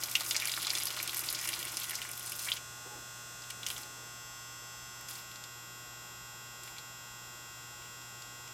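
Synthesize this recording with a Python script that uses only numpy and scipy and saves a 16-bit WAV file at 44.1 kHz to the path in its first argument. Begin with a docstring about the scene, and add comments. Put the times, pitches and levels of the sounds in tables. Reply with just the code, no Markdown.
"""Urine on leaves at night.

A stream patters on leaves in a narrow outdoor passage between two walls: big drops ring the leaves,
small ones merge into patter. It thins and stops; two last spurts and a few drips follow.
Throughout, a camera's tape drive buzzes into its microphone, changing colour as the camera tilts.
Behind it: hiss, a faint flickering tone and a few soft shuffles."""
import sys
import numpy as np
from scipy import signal
from scipy.fft import rfft, irfft
from scipy.io import wavfile

SR = 44100
rng = np.random.default_rng(int(sys.argv[2]) if len(sys.argv) > 2 else 0)


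def master_out(mix):
    """Clip the mix to full scale and print it as 16-bit PCM to the path in sys.argv[1]."""
    frames = np.transpose(np.atleast_2d(mix))
    ceiling = np.clip(frames, -1, 1)
    pcm = np.round(ceiling * 32767).astype(np.int16)
    wavfile.write(sys.argv[1], SR, pcm)


N = 376173
TIME_S = np.arange(N) / SR

# Night air and microphone hiss: (frequency [Hz], density [dB/Hz])
HISS_SPECTRUM = [(25, -100), (55, -84), (90, -88.5), (165, -86), (250, -94), (340, -89.5), (490, -94),
                 (850, -88), (1700, -99), (3400, -100), (4000, -100.5), (4400, -105), (5200, -101.5),
                 (7500, -103), (10500, -109), (12500, -103), (15800, -114)]
# Soft low shuffles: (time [s], hold [s], level [dB])
SHUFFLE_EVENTS = [(2.865, 0.008, -50.5), (2.92, 0.093, -56), (3.55, 0.53, -62.5)]
# Shuffle colour: (frequency [Hz], relative density [dB])
SHUFFLE_SPECTRUM = [(120, -13), (220, -10), (300, 3), (400, 0), (520, -1), (750, -8), (1300, -11),
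                    (2500, -26)]
# Swells of the faint tone: (time [s], hold [s], level [dB])
TONE_SWELLS = [(2.79, 0.035, -58), (2.9, 0.041, -57.5), (3.78, 0.075, -61)]
# Camera tilt: (time [s], angle index [1-3])
CAMERA_TILT = [(0, 1), (3.7, 1), (4.25, 2), (4.85, 2), (5.5, 3), (8.53, 3)]
# Tape drive, even harmonics: (frequency [Hz], relative level at angle 1, 2, 3 [dB])
EVEN_HARMONICS = [(240, -79, -85, -82), (400, -76.5, -80, -72), (720, -70, -75, -78),
                  (990, -77.5, -71, -70), (1680, -71.5, -76, -81), (2270, -81, -75, -77),
                  (2970, -84, -81, -87), (3360, -72, -78, -70.5), (3930, -74.5, -77, -79.5),
                  (4330, -82, -84, -84), (4600, -81, -73, -86), (5270, -74, -78, -72.5),
                  (5600, -69, -75, -80.5), (6300, -78, -76, -82), (6830, -74, -84, -94),
                  (7250, -74, -84, -80.5), (7500, -88, -95, -99), (9500, -105, -97, -90),
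                  (10300, -89, -86, -87), (11300, -85, -99, -88), (12500, -72, -74, -71),
                  (12900, -94, -85, -84), (13700, -81, -82, -81), (15200, -95, -99, -101)]
# Tape drive, odd harmonics: (frequency [Hz], relative level at angle 1, 2, 3 [dB])
ODD_HARMONICS = [(180, -86, -91, -100), (750, -82, -85, -88), (1400, -76, -71.5, -72.5),
                 (1680, -73, -81, -81), (2460, -79, -82, -83), (2720, -74, -76, -72.5),
                 (3050, -75, -75, -79), (3500, -73, -68, -78), (3750, -78, -76, -75.5),
                 (4080, -72, -77, -72), (4340, -74, -77, -82), (4730, -77, -75, -72.5),
                 (5250, -65.5, -75, -75.5), (5750, -78, -74, -79), (6170, -64, -64, -76),
                 (6340, -71, -87, -76), (7800, -67.5, -84, -73), (8000, -71, -79, -74),
                 (8730, -73, -80, -81.5), (9400, -88, -87, -88), (10100, -77, -78, -81.5),
                 (11230, -83, -87, -86.5), (12200, -72, -67, -72), (12700, -81, -80, -87),
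                 (13500, -87, -86, -82), (15200, -95, -99, -101)]
# Harmonics that ring the case: (harmonic number, relative level at angle 1, 2, 3 [dB])
CASE_HARMONICS = [(2, -61, -61, -61), (18, -61, -60, -61), (20, -64, -65, -67), (22, -65, -65, -64),
                  (24, -57, -58, -59), (26, -63, -64, -63), (32, -68, -65, -65), (34, -68, -66, -67),
                  (42, -66, -70, -67), (44, -68, -67, -68), (46, -63, -62, -62), (54, -72, -66, -65),
                  (57, -63, -64, -66), (87, -67, -59, -62), (91, -66, -64, -67), (92, -71, -69, -70),
                  (97, -76, -69, -65), (101, -62, -63, -74), (105, -68, -65, -69), (109, -72, -70, -70),
                  (115, -63, -66, -67), (117, -70, -65, -64), (121, -63, -70, -70), (123, -66, -59, -59),
                  (127, -63, -63, -61), (129, -64, -63, -72), (131, -72, -66, -70), (133, -64, -70, -71),
                  (135, -61, -74, -83), (137, -68, -66, -75), (147, -81, -73, -71)]
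# Peaks and dips from ground and walls: (frequency [Hz], width [Hz], gain [dB])
PASSAGE_BANDS = [(335, 70, 9.5), (425, 65, -9), (606, 6.2, 10.5), (1580, 420, -4.5), (1966, 82, 4.5),
                 (2294, 200, 5), (2540, 90, -5.5), (2850, 130, 2.5), (3360, 33, 2), (3800, 100, -3.5),
                 (4740, 180, -10.5), (4920, 100, 6.5), (6000, 150, 0.5), (6670, 110, 1.5), (8340, 250, -3),
                 (10840, 700, -2)]
# Stream breaking up on the leaves: (time [s], relative patter level [dB], relative spray level [dB])
STREAM_LEVELS = [(0.0, -42, -47.5), (0.16, -44.5, -44.5), (0.36, -41.5, -45.5), (0.56, -43.5, -46),
                 (0.7, -39.5, -46.5), (0.83, -40.5, -46.5), (1.08, -44.5, -50.5), (1.25, -43, -44),
                 (1.47, -41, -47), (1.89, -46, -50), (2.02, -46, -54), (2.16, -55, -53),
                 (2.35, -49.5, -47.5), (2.42, -47, -43), (2.5, -47, -45.5)]
# Last spurts: (time [s], hold [s], relative level [dB])
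SPURT_EVENTS = [(3.67, 0.054, -48), (3.77, .03, -53), (5.09, 0.03, -49), (5.158, 0.012, -50),
                (6.64, .08, -61)]
# Patter colour: (frequency [Hz], relative density [dB])
PATTER_SPECTRUM = [(170, -25), (330, -9.5), (620, -10), (1200, -1), (2150, -3.5), (3500, -1.5),
                   (5000, -0.5), (7000, -4.5), (10000, -2.5), (12500, -1), (15500, -22)]
# Square hits on a leaf, levels relative:
# (time [s], leaf pitch [Hz], leaf level [dB], slap level [dB], spray pitch [Hz], spray level [dB])
BIG_DROPS = [(0.0357, 4800, -37.5, -36, 12300, -37), (0.0975, 4500, -60, -55, 12000, -46),
             (0.1133, 4690, -48, -41.5, 11800, -40.0), (0.153, 2720, -25, -32, 7600, -36),
             (0.1552, 3300, -30, -42, 7600, -46), (0.2, 4220, -42, -55, 9700, -48),
             (0.209, 1160, -42, -56, 9700, -56), (0.2077, 4060, -36.5, -45, 10100, -41),
             (0.2336, 4200, -45, -53, 12000, -46), (0.264, 3320, -53, -41.5, 7500, -52),
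             (0.292, 4690, -57.5, -44, 12000, -43.0), (0.3093, 3600, -31, -34, 7700, -38),
             (0.3462, 2220, -41, -39, 9800, -56), (0.354, 2100, -35, -52.0, 10500, -50.0),
             (0.3647, 4690, -38, -30.5, 7600, -35.5), (0.3998, 3250, -40.0, -43, 12000, -41),
             (0.4214, 2350, -35.5, -49, 10800, -44), (0.4462, 2300, -43, -43, 9900, -49),
             (0.4548, 2890, -40, -44, 9800, -35), (0.4724, 4420, -36, -52.5, 13500, -38),
             (0.4825, 2200, -39, -47, 9900, -39.5), (0.4954, 3570, -35, -51, 9200, -50.5),
             (0.5171, 4670, -36.5, -50, 7600, -38.5), (0.538, 3820, -34.5, -54.5, 12500, -53.5),
             (0.566, 4520, -36.5, -51, 12200, -47), (0.576, 1470, -36, -57.0, 9200, -50),
             (0.5995, 3600, -43, -52, 10500, -54), (0.611, 4480, -47, -47, 11000, -50),
             (0.6187, 4000, -44, -44, 11000, -41), (0.6275, 3900, -46, -46, 10500, -39.5),
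             (0.6486, 3870, -35, -46, 12900, -51.0), (0.6689, 4170, -33, -41, 7500, -38),
             (0.6964, 3900, -40, -51, 11100, -46), (0.7032, 4650, -28.5, -36, 7600, -43),
             (0.7342, 2040, -42, -53.5, 11300, -41), (0.752, 3400, -33.5, -38, 7500, -42),
             (0.774, 4010, -42, -46.5, 9800, -41.5), (0.7844, 4220, -44, -38, 9600, -37.5),
             (0.8346, 1590, -59, -59, 10900, -35), (0.8547, 4180, -55, -45, 10900, -34),
             (0.87, 4460, -38, -41, 12600, -41), (0.9043, 3140, -40, -54, 11300, -45),
             (0.9652, 3330, -42, -51, 7500, -56), (0.9715, 1390, -40, -57, 7500, -58),
             (0.9894, 4280, -39.5, -54, 13100, -61), (1.0005, 2140, -37.5, -56, 9300, -54),
             (1.028, 2500, -46, -44, 12300, -35.5), (1.0764, 4260, -39, -45.5, 10000, -38),
             (1.0939, 3960, -36, -46, 12800, -47), (1.131, 1700, -42, -54, 11000, -54),
             (1.1453, 3190, -45, -46, 11900, -37.5), (1.1693, 2520, -46, -53.0, 12000, -36),
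             (1.1806, 2900, -49, -48, 11500, -42), (1.1922, 4650, -45, -44, 12400, -35),
             (1.2375, 2520, -44, -52, 10800, -47), (1.2634, 4000, -52, -51, 11500, -49),
             (1.2879, 4340, -31.5, -41, 7800, -48.5), (1.302, 4010, -46, -50, 10900, -36.5),
             (1.3267, 3790, -54, -55, 11400, -35.5), (1.348, 4690, -36, -42, 7900, -47),
             (1.3895, 2390, -49, -42, 8700, -43), (1.4127, 1980, -45, -42, 10700, -42),
             (1.4416, 2890, -43, -53, 11500, -52), (1.4535, 2150, -43, -57, 10000, -54),
             (1.4746, 2450, -42, -53, 9200, -37.5), (1.489, 2870, -36.5, -43, 9700, -34.5),
             (1.5305, 2800, -38.5, -53, 9000, -53), (1.5382, 4690, -36.5, -48, 8900, -45),
             (1.6277, 3320, -40, -49, 13300, -44), (1.6522, 2110, -47, -56, 9900, -40),
             (1.6783, 3500, -46, -60, 10000, -60), (1.7438, 3500, -47, -50, 10000, -49),
             (1.7702, 3010, -45, -36.5, 9350, -36), (1.7996, 1210, -67, -53, 10900, -40),
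             (1.815, 3700, -41.5, -59, 10700, -56.5), (1.8205, 3770, -44, -57.5, 13500, -58),
             (1.8336, 2800, -53, -43, 12000, -43), (1.8415, 3600, -44, -45, 10500, -41),
             (1.8956, 2840, -43, -59, 10100, -38.5), (1.908, 2930, -40.5, -54, 12500, -39),
             (1.918, 1850, -45, -58, 9000, -58), (1.9319, 1730, -41, -59.5, 7500, -58.5),
             (1.9537, 4290, -51, -37.5, 7500, -40), (1.9869, 2050, -46.5, -61.0, 10000, -62.0),
             (2.0168, 2860, -39, -51, 11600, -48.0), (2.0253, 4180, -46, -52, 8900, -48),
             (2.0499, 1810, -43, -62, 11600, -59), (2.0904, 2000, -50, -59, 9100, -45),
             (2.1147, 2300, -55, -54, 9000, -41), (2.133, 4460, -50, -49, 12600, -50),
             (2.1755, 3700, -49, -57, 13200, -43), (2.1951, 1680, -59, -55, 10600, -42.5),
             (2.208, 3120, -48, -61.0, 9100, -59), (2.2286, 1210, -57.5, -59, 11800, -48),
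             (2.2358, 4500, -56, -57, 10500, -51), (2.2615, 4670, -54.0, -53, 9300, -41.0),
             (2.27, 4690, -47, -57, 9000, -44.5), (2.2959, 4690, -57, -53, 10200, -41.5),
             (2.3196, 2820, -44, -45, 10600, -39), (2.3524, 4160, -54.5, -47.5, 7500, -58.5),
             (2.3642, 4460, -61, -59.0, 12800, -46.0), (2.3919, 4310, -45, -45.0, 7500, -46),
             (2.4532, 3810, -45, -55.0, 10200, -49), (2.4645, 2200, -47, -56, 9500, -54),
             (2.4735, 1370, -40.5, -54, 13000, -54), (2.484, 2300, -39.5, -55, 7700, -55),
             (2.4878, 2930, -35.5, -57, 7700, -55), (2.5177, 3230, -27.5, -47, 7800, -49.5),
             (2.5215, 4400, -36, -46, 7800, -52), (2.5365, 4690, -51, -51.5, 9800, -49),
             (2.5645, 3300, -45, -51, 8400, -57), (2.5692, 2700, -43.0, -46, 8400, -53.5),
             (3.4205, 4690, -52, -56, 8300, -61.5), (3.4385, 3730, -54.0, -60.0, 8800, -64.5),
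             (3.5025, 3400, -45, -52, 8200, -50), (3.5055, 2600, -46, -47, 9500, -45.5),
             (3.631, 3360, -40.5, -57, 7500, -52), (3.6646, 2970, -37, -36.5, 7500, -43),
             (3.669, 4690, -42, -44, 12500, -48), (3.686, 3210, -48, -48, 7500, -42),
             (3.7024, 3060, -37, -58, 10800, -43), (3.713, 3000, -46, -60, 11500, -51),
             (3.727, 3000, -56, -61.5, 10500, -48), (3.7642, 3380, -43.5, -55, 8200, -54),
             (3.7792, 1690, -48, -47, 7800, -53.0), (3.8329, 4500, -48, -62.0, 7500, -56.5),
             (5.0105, 1510, -58, -61, 13300, -55), (5.0858, 2970, -52, -48, 7600, -49),
             (5.11, 3830, -48, -49, 10700, -52), (5.154, 4690, -50, -52, 8100, -52),
             (5.1868, 4590, -51, -57, 8500, -59), (5.3144, 4010, -51, -58, 11800, -59),
             (5.3583, 4300, -50, -54, 8100, -59), (5.4392, 3930, -48, -52, 7900, -52),
             (6.6337, 4690, -53, -55, 7600, -49), (6.6753, 2130, -54, -60, 9400, -60),
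             (6.676, 3900, -53, -62, 9400, -63), (6.7654, 2630, -53, -61, 8600, -65.0),
             (6.7835, 4050, -44, -55, 8200, -54), (7.8205, 3730, -54.5, -63.0, 13400, -69.5),
             (7.8576, 3080, -58, -60.5, 8000, -68.0), (8.015, 3230, -60, -58.5, 8200, -63.5),
             (8.221, 3940, -52, -53, 7500, -55), (8.4765, 3010, -56, -55, 7500, -60)]


def from_db(db):
    """Decibels to gain."""
    return 10 ** (np.asarray(db) / 20)


def unit_rms(x):
    """Scale to an rms of 1."""
    return x / np.sqrt(np.mean(x ** 2) + 1e-20)


def at_level(x, db):
    """Set the rms of a hit's first 10 ms."""
    return x * from_db(db) / np.sqrt(np.mean(x[:SR // 100] ** 2))


def in_time(rows):
    """Each column of a curve at every sample."""
    times_s, *columns = np.transpose(rows)
    return [np.interp(TIME_S, times_s, column) for column in columns]


def at_hz(spectrum, hz, column=1):
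    """One spectrum column, interpolated over log frequency."""
    points = np.array(spectrum)
    return np.interp(np.log(np.maximum(hz, 1)), np.log(points[:, 0]), points[:, column])


def drift(rate_hz):
    """Slow random curve through unit-variance knots."""
    knots = rng.standard_normal(4096)
    return np.interp(TIME_S * rate_hz, np.arange(len(knots)), knots)


def band(x, low_hz, high_hz):
    """Causal band-pass."""
    sos = signal.butter(2, [low_hz, min(high_hz, .45 * SR)], "band", fs=SR, output="sos")
    return signal.sosfilt(sos, x + 1e-18)


def resonate(x, hz, width_hz):
    """One resonance, unity peak gain."""
    radius = np.exp(-np.pi * width_hz / SR)
    feedback = [1, -2 * radius * np.cos(2 * np.pi * hz / SR), radius ** 2]
    return signal.lfilter([1, 0, -1], feedback, x + 1e-18) * (1 - radius ** 2) / 2


def noise(spectrum):
    """Steady noise of the given density."""
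    gain = from_db(at_hz(spectrum, np.arange(N + 1) * SR / (2 * N)))
    return irfft(rfft(rng.standard_normal(2 * N)) * gain)[:N] * np.sqrt(SR / 2)


def fade(power, t60_s):
    """Exponential decay of each power pulse."""
    return signal.lfilter([1], [1, -from_db(-60 / (t60_s * SR)) ** 2], power)


def swells_db(rows, attack_s, release_s):
    """Events that rise, hold and die; each ramp time spans 60 dB."""
    levels_db = []
    for start_s, hold_s, db in rows:
        ramp = np.maximum((start_s - TIME_S) / attack_s, (TIME_S - start_s - hold_s) / release_s)
        levels_db.append(db - 60 * np.maximum(ramp, 0))
    return np.max(levels_db, axis=0)


def shuffles():
    """Soft swells of low noise."""
    level_db = swells_db(SHUFFLE_EVENTS, attack_s=0.07, release_s=0.081)
    return from_db(level_db) * unit_rms(noise(SHUFFLE_SPECTRUM))


def flickering_tone(hz=842, width_hz=7.3, base_db=-71.5):
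    """Narrow-band noise: a faint tone that flickers and briefly swells."""
    level_db = np.maximum(base_db, swells_db(TONE_SWELLS, attack_s=0.2, release_s=0.2))
    return from_db(level_db) * unit_rms(resonate(rng.standard_normal(N), hz, width_hz))


def tape_drive(drum_hz=60.017, scatter_db=2, buzz_trim_db=0.2, case_trim_db=0.27, count=256, size=8192):
    """The head drum ticks twice a turn, unevenly: even harmonics lead in the bass, odd ones near 7 kHz."""
    number = np.arange(1, count + 1)
    hz = number * drum_hz
    phasors = np.exp(2j * np.pi * rng.random(count))
    case_colour_db = scatter_db * rng.standard_normal(count)
    tilt = in_time(CAMERA_TILT)[0]
    turns = drum_hz * TIME_S + 0.00076 * drift(rate_hz=5.8)  # servo holds the speed almost steady
    out = np.zeros(N)
    for angle in (1, 2, 3):
        share = np.maximum(1 - np.abs(tilt - angle), 0)
        colour_db = np.where(number % 2, at_hz(ODD_HARMONICS, hz, angle), at_hz(EVEN_HARMONICS, hz, angle))
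        gains = from_db(colour_db + buzz_trim_db + case_colour_db)
        gains[0] = 0  # case too small to radiate the fundamental
        for row in CASE_HARMONICS:
            gains[row[0] - 1] = from_db(row[angle] + case_trim_db)
        cycle = irfft(np.r_[0, gains * phasors], size) * size / np.sqrt(2)
        out += share * np.interp(turns % 1 * size, np.arange(size), cycle)
    return out


def passage(x):
    """Ground and wall reflections boost some pitches and cancel others."""
    for hz, width_hz, gain_db in PASSAGE_BANDS:
        x = x + (from_db(gain_db) - 1) * resonate(x, hz, width_hz)
    return x


def flow_db(stop_s=2.55, stop_db_per_s=445, spurt_spray_db=-1):
    """Patter and spray levels: the stream runs, breaks off, then spurts."""
    patter_db, spray_db = in_time(STREAM_LEVELS) - stop_db_per_s * np.maximum(TIME_S - stop_s, 0)
    spurt_db = swells_db(SPURT_EVENTS, attack_s=0.039, release_s=0.32)
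    return np.maximum(patter_db, spurt_db), np.maximum(spray_db, spurt_db + spurt_spray_db)


def droplet_ticks(rate_hz=150, spread_db=1.5, splinter_db=-9, trim_db=-5):
    """Stray droplets crack on dry leaves: short, bright clicks that follow the spray."""
    sizes = from_db(spread_db * np.minimum(rng.exponential(1, N), 2.5))
    clicks = sizes * (rng.random(N) < rate_hz / SR)
    envelope = np.sqrt(fade(clicks ** 2 + 1e-18, t60_s=0.011))
    splinters = from_db(splinter_db) * envelope * rng.standard_normal(N)
    crackle = band(clicks * rng.choice([-1, 1], N) + splinters, 3800, 14400)
    _, spray_db = flow_db()
    return from_db(spray_db + trim_db) * unit_rms(crackle)


def patter(rate_hz=900, spread_db=2.5, wander_db=1.5, tail_db=-9, patter_trim_db=-3.5, spray_trim_db=0.2):
    """Small drops land at random, each a tiny burst in its leaf's own pitch range."""
    patter_db, spray_db = flow_db()
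    hits = np.flatnonzero(rng.random(N) < rate_hz / SR)
    energy = from_db(spread_db * np.minimum(rng.exponential(1, N), 3))[hits] ** 2
    edges_hz = np.geomspace(150, 18000, 23)
    log_pitch = rng.uniform(np.log(edges_hz[0]), np.log(2 * edges_hz[-1]), N)[hits]
    out = np.zeros(N)
    for low_hz, high_hz in zip(edges_hz, edges_hz[1:]):
        hz = np.sqrt(low_hz * high_hz)
        pulses = np.full(N, 1e-12)
        pulses[hits] += energy * np.exp(-((log_pitch - np.log(hz)) / 0.4) ** 2)
        # fast decay, then a tail among the leaves
        power = fade(pulses, t60_s=0.0045) + from_db(tail_db) ** 2 * fade(pulses, t60_s=0.082)
        grains = band(np.sqrt(power) * rng.standard_normal(N), low_hz, high_hz)
        treble = np.clip(np.log2(hz / 4500), 0, 1)
        level_db = (1 - treble) * (patter_db + patter_trim_db) + treble * (spray_db + spray_trim_db)
        level_db += at_hz(PATTER_SPECTRUM, hz)
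        level_db += wander_db * drift(rate_hz=15)  # stream wanders from leaf to leaf
        out += unit_rms(grains) * from_db(level_db) * np.sqrt((high_hz - low_hz) / 3300)
    return out


def burst(hit_t60_s, tail_db, tail_t60_s, grit_db, crack=4, size=6000):
    """A drop cracks and bursts; droplets and echoes from ground and walls trail behind."""
    time_s = np.arange(size) / SR
    envelope = from_db(-60 * time_s / hit_t60_s) + from_db(tail_db - 60 * time_s / tail_t60_s)
    grit = np.interp(time_s, np.linspace(0, time_s[-1], size // 40), rng.standard_normal(size // 40))
    sound = envelope / envelope[0] * from_db(grit_db * grit) * rng.standard_normal(size)
    sound[0] += crack
    return sound


def big_drops(heavy_db=-38, leaf_damping=0.29, sparkle_db=-8, leaf_trim_db=-1, splash_trim_db=0.5):
    """Each drop knocks a damped leaf, slaps its wet face and throws off pitched spray."""
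    out = np.zeros(N + SR)
    for start_s, leaf_hz, leaf_db, slap_db, spray_hz, spray_db in BIG_DROPS:
        # heavy drops ring the whole leaf; light ones tap it, with relatively more tail
        damping = leaf_damping * from_db(-0.62 * max(leaf_db - heavy_db, 0))
        tail_db = -3 + 0.2 * max(heavy_db - leaf_db, 0)
        knock = burst(hit_t60_s=0.014, tail_db=tail_db, tail_t60_s=0.073, grit_db=2)
        leaf = band(resonate(knock, leaf_hz, leaf_hz * damping), leaf_hz / 2.7, min(2 * leaf_hz, 5200))
        slap = band(burst(hit_t60_s=0.011, tail_db=-4, tail_t60_s=0.08, grit_db=2), 4600, 6920)
        fizz = burst(hit_t60_s=0.009, tail_db=-7, tail_t60_s=0.065, grit_db=3)
        spray = band(resonate(fizz, spray_hz, width_hz=1800) + from_db(sparkle_db) * fizz, 6900, 13400)
        hit = at_level(leaf, leaf_db + leaf_trim_db)
        hit += at_level(slap, slap_db + splash_trim_db)
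        hit += at_level(spray, spray_db + splash_trim_db)
        start = round(start_s * SR)
        out[start:start + len(hit)] += hit
    return out[:N]


def scene():
    """Splashing in the passage over hiss, buzz, shuffles and a faint tone; mono."""
    background = noise(HISS_SPECTRUM) + tape_drive() + shuffles()
    splashing = patter() + droplet_ticks() + big_drops()
    return (background + flickering_tone() + passage(splashing))[None]


def record(dry):
    """Steep treble cut."""
    cutoff_hz = 16300
    return signal.sosfilt(signal.ellip(10, .1, 70, cutoff_hz, fs=SR, output="sos"), dry)


dry = scene()
out = record(dry)
master_out(out)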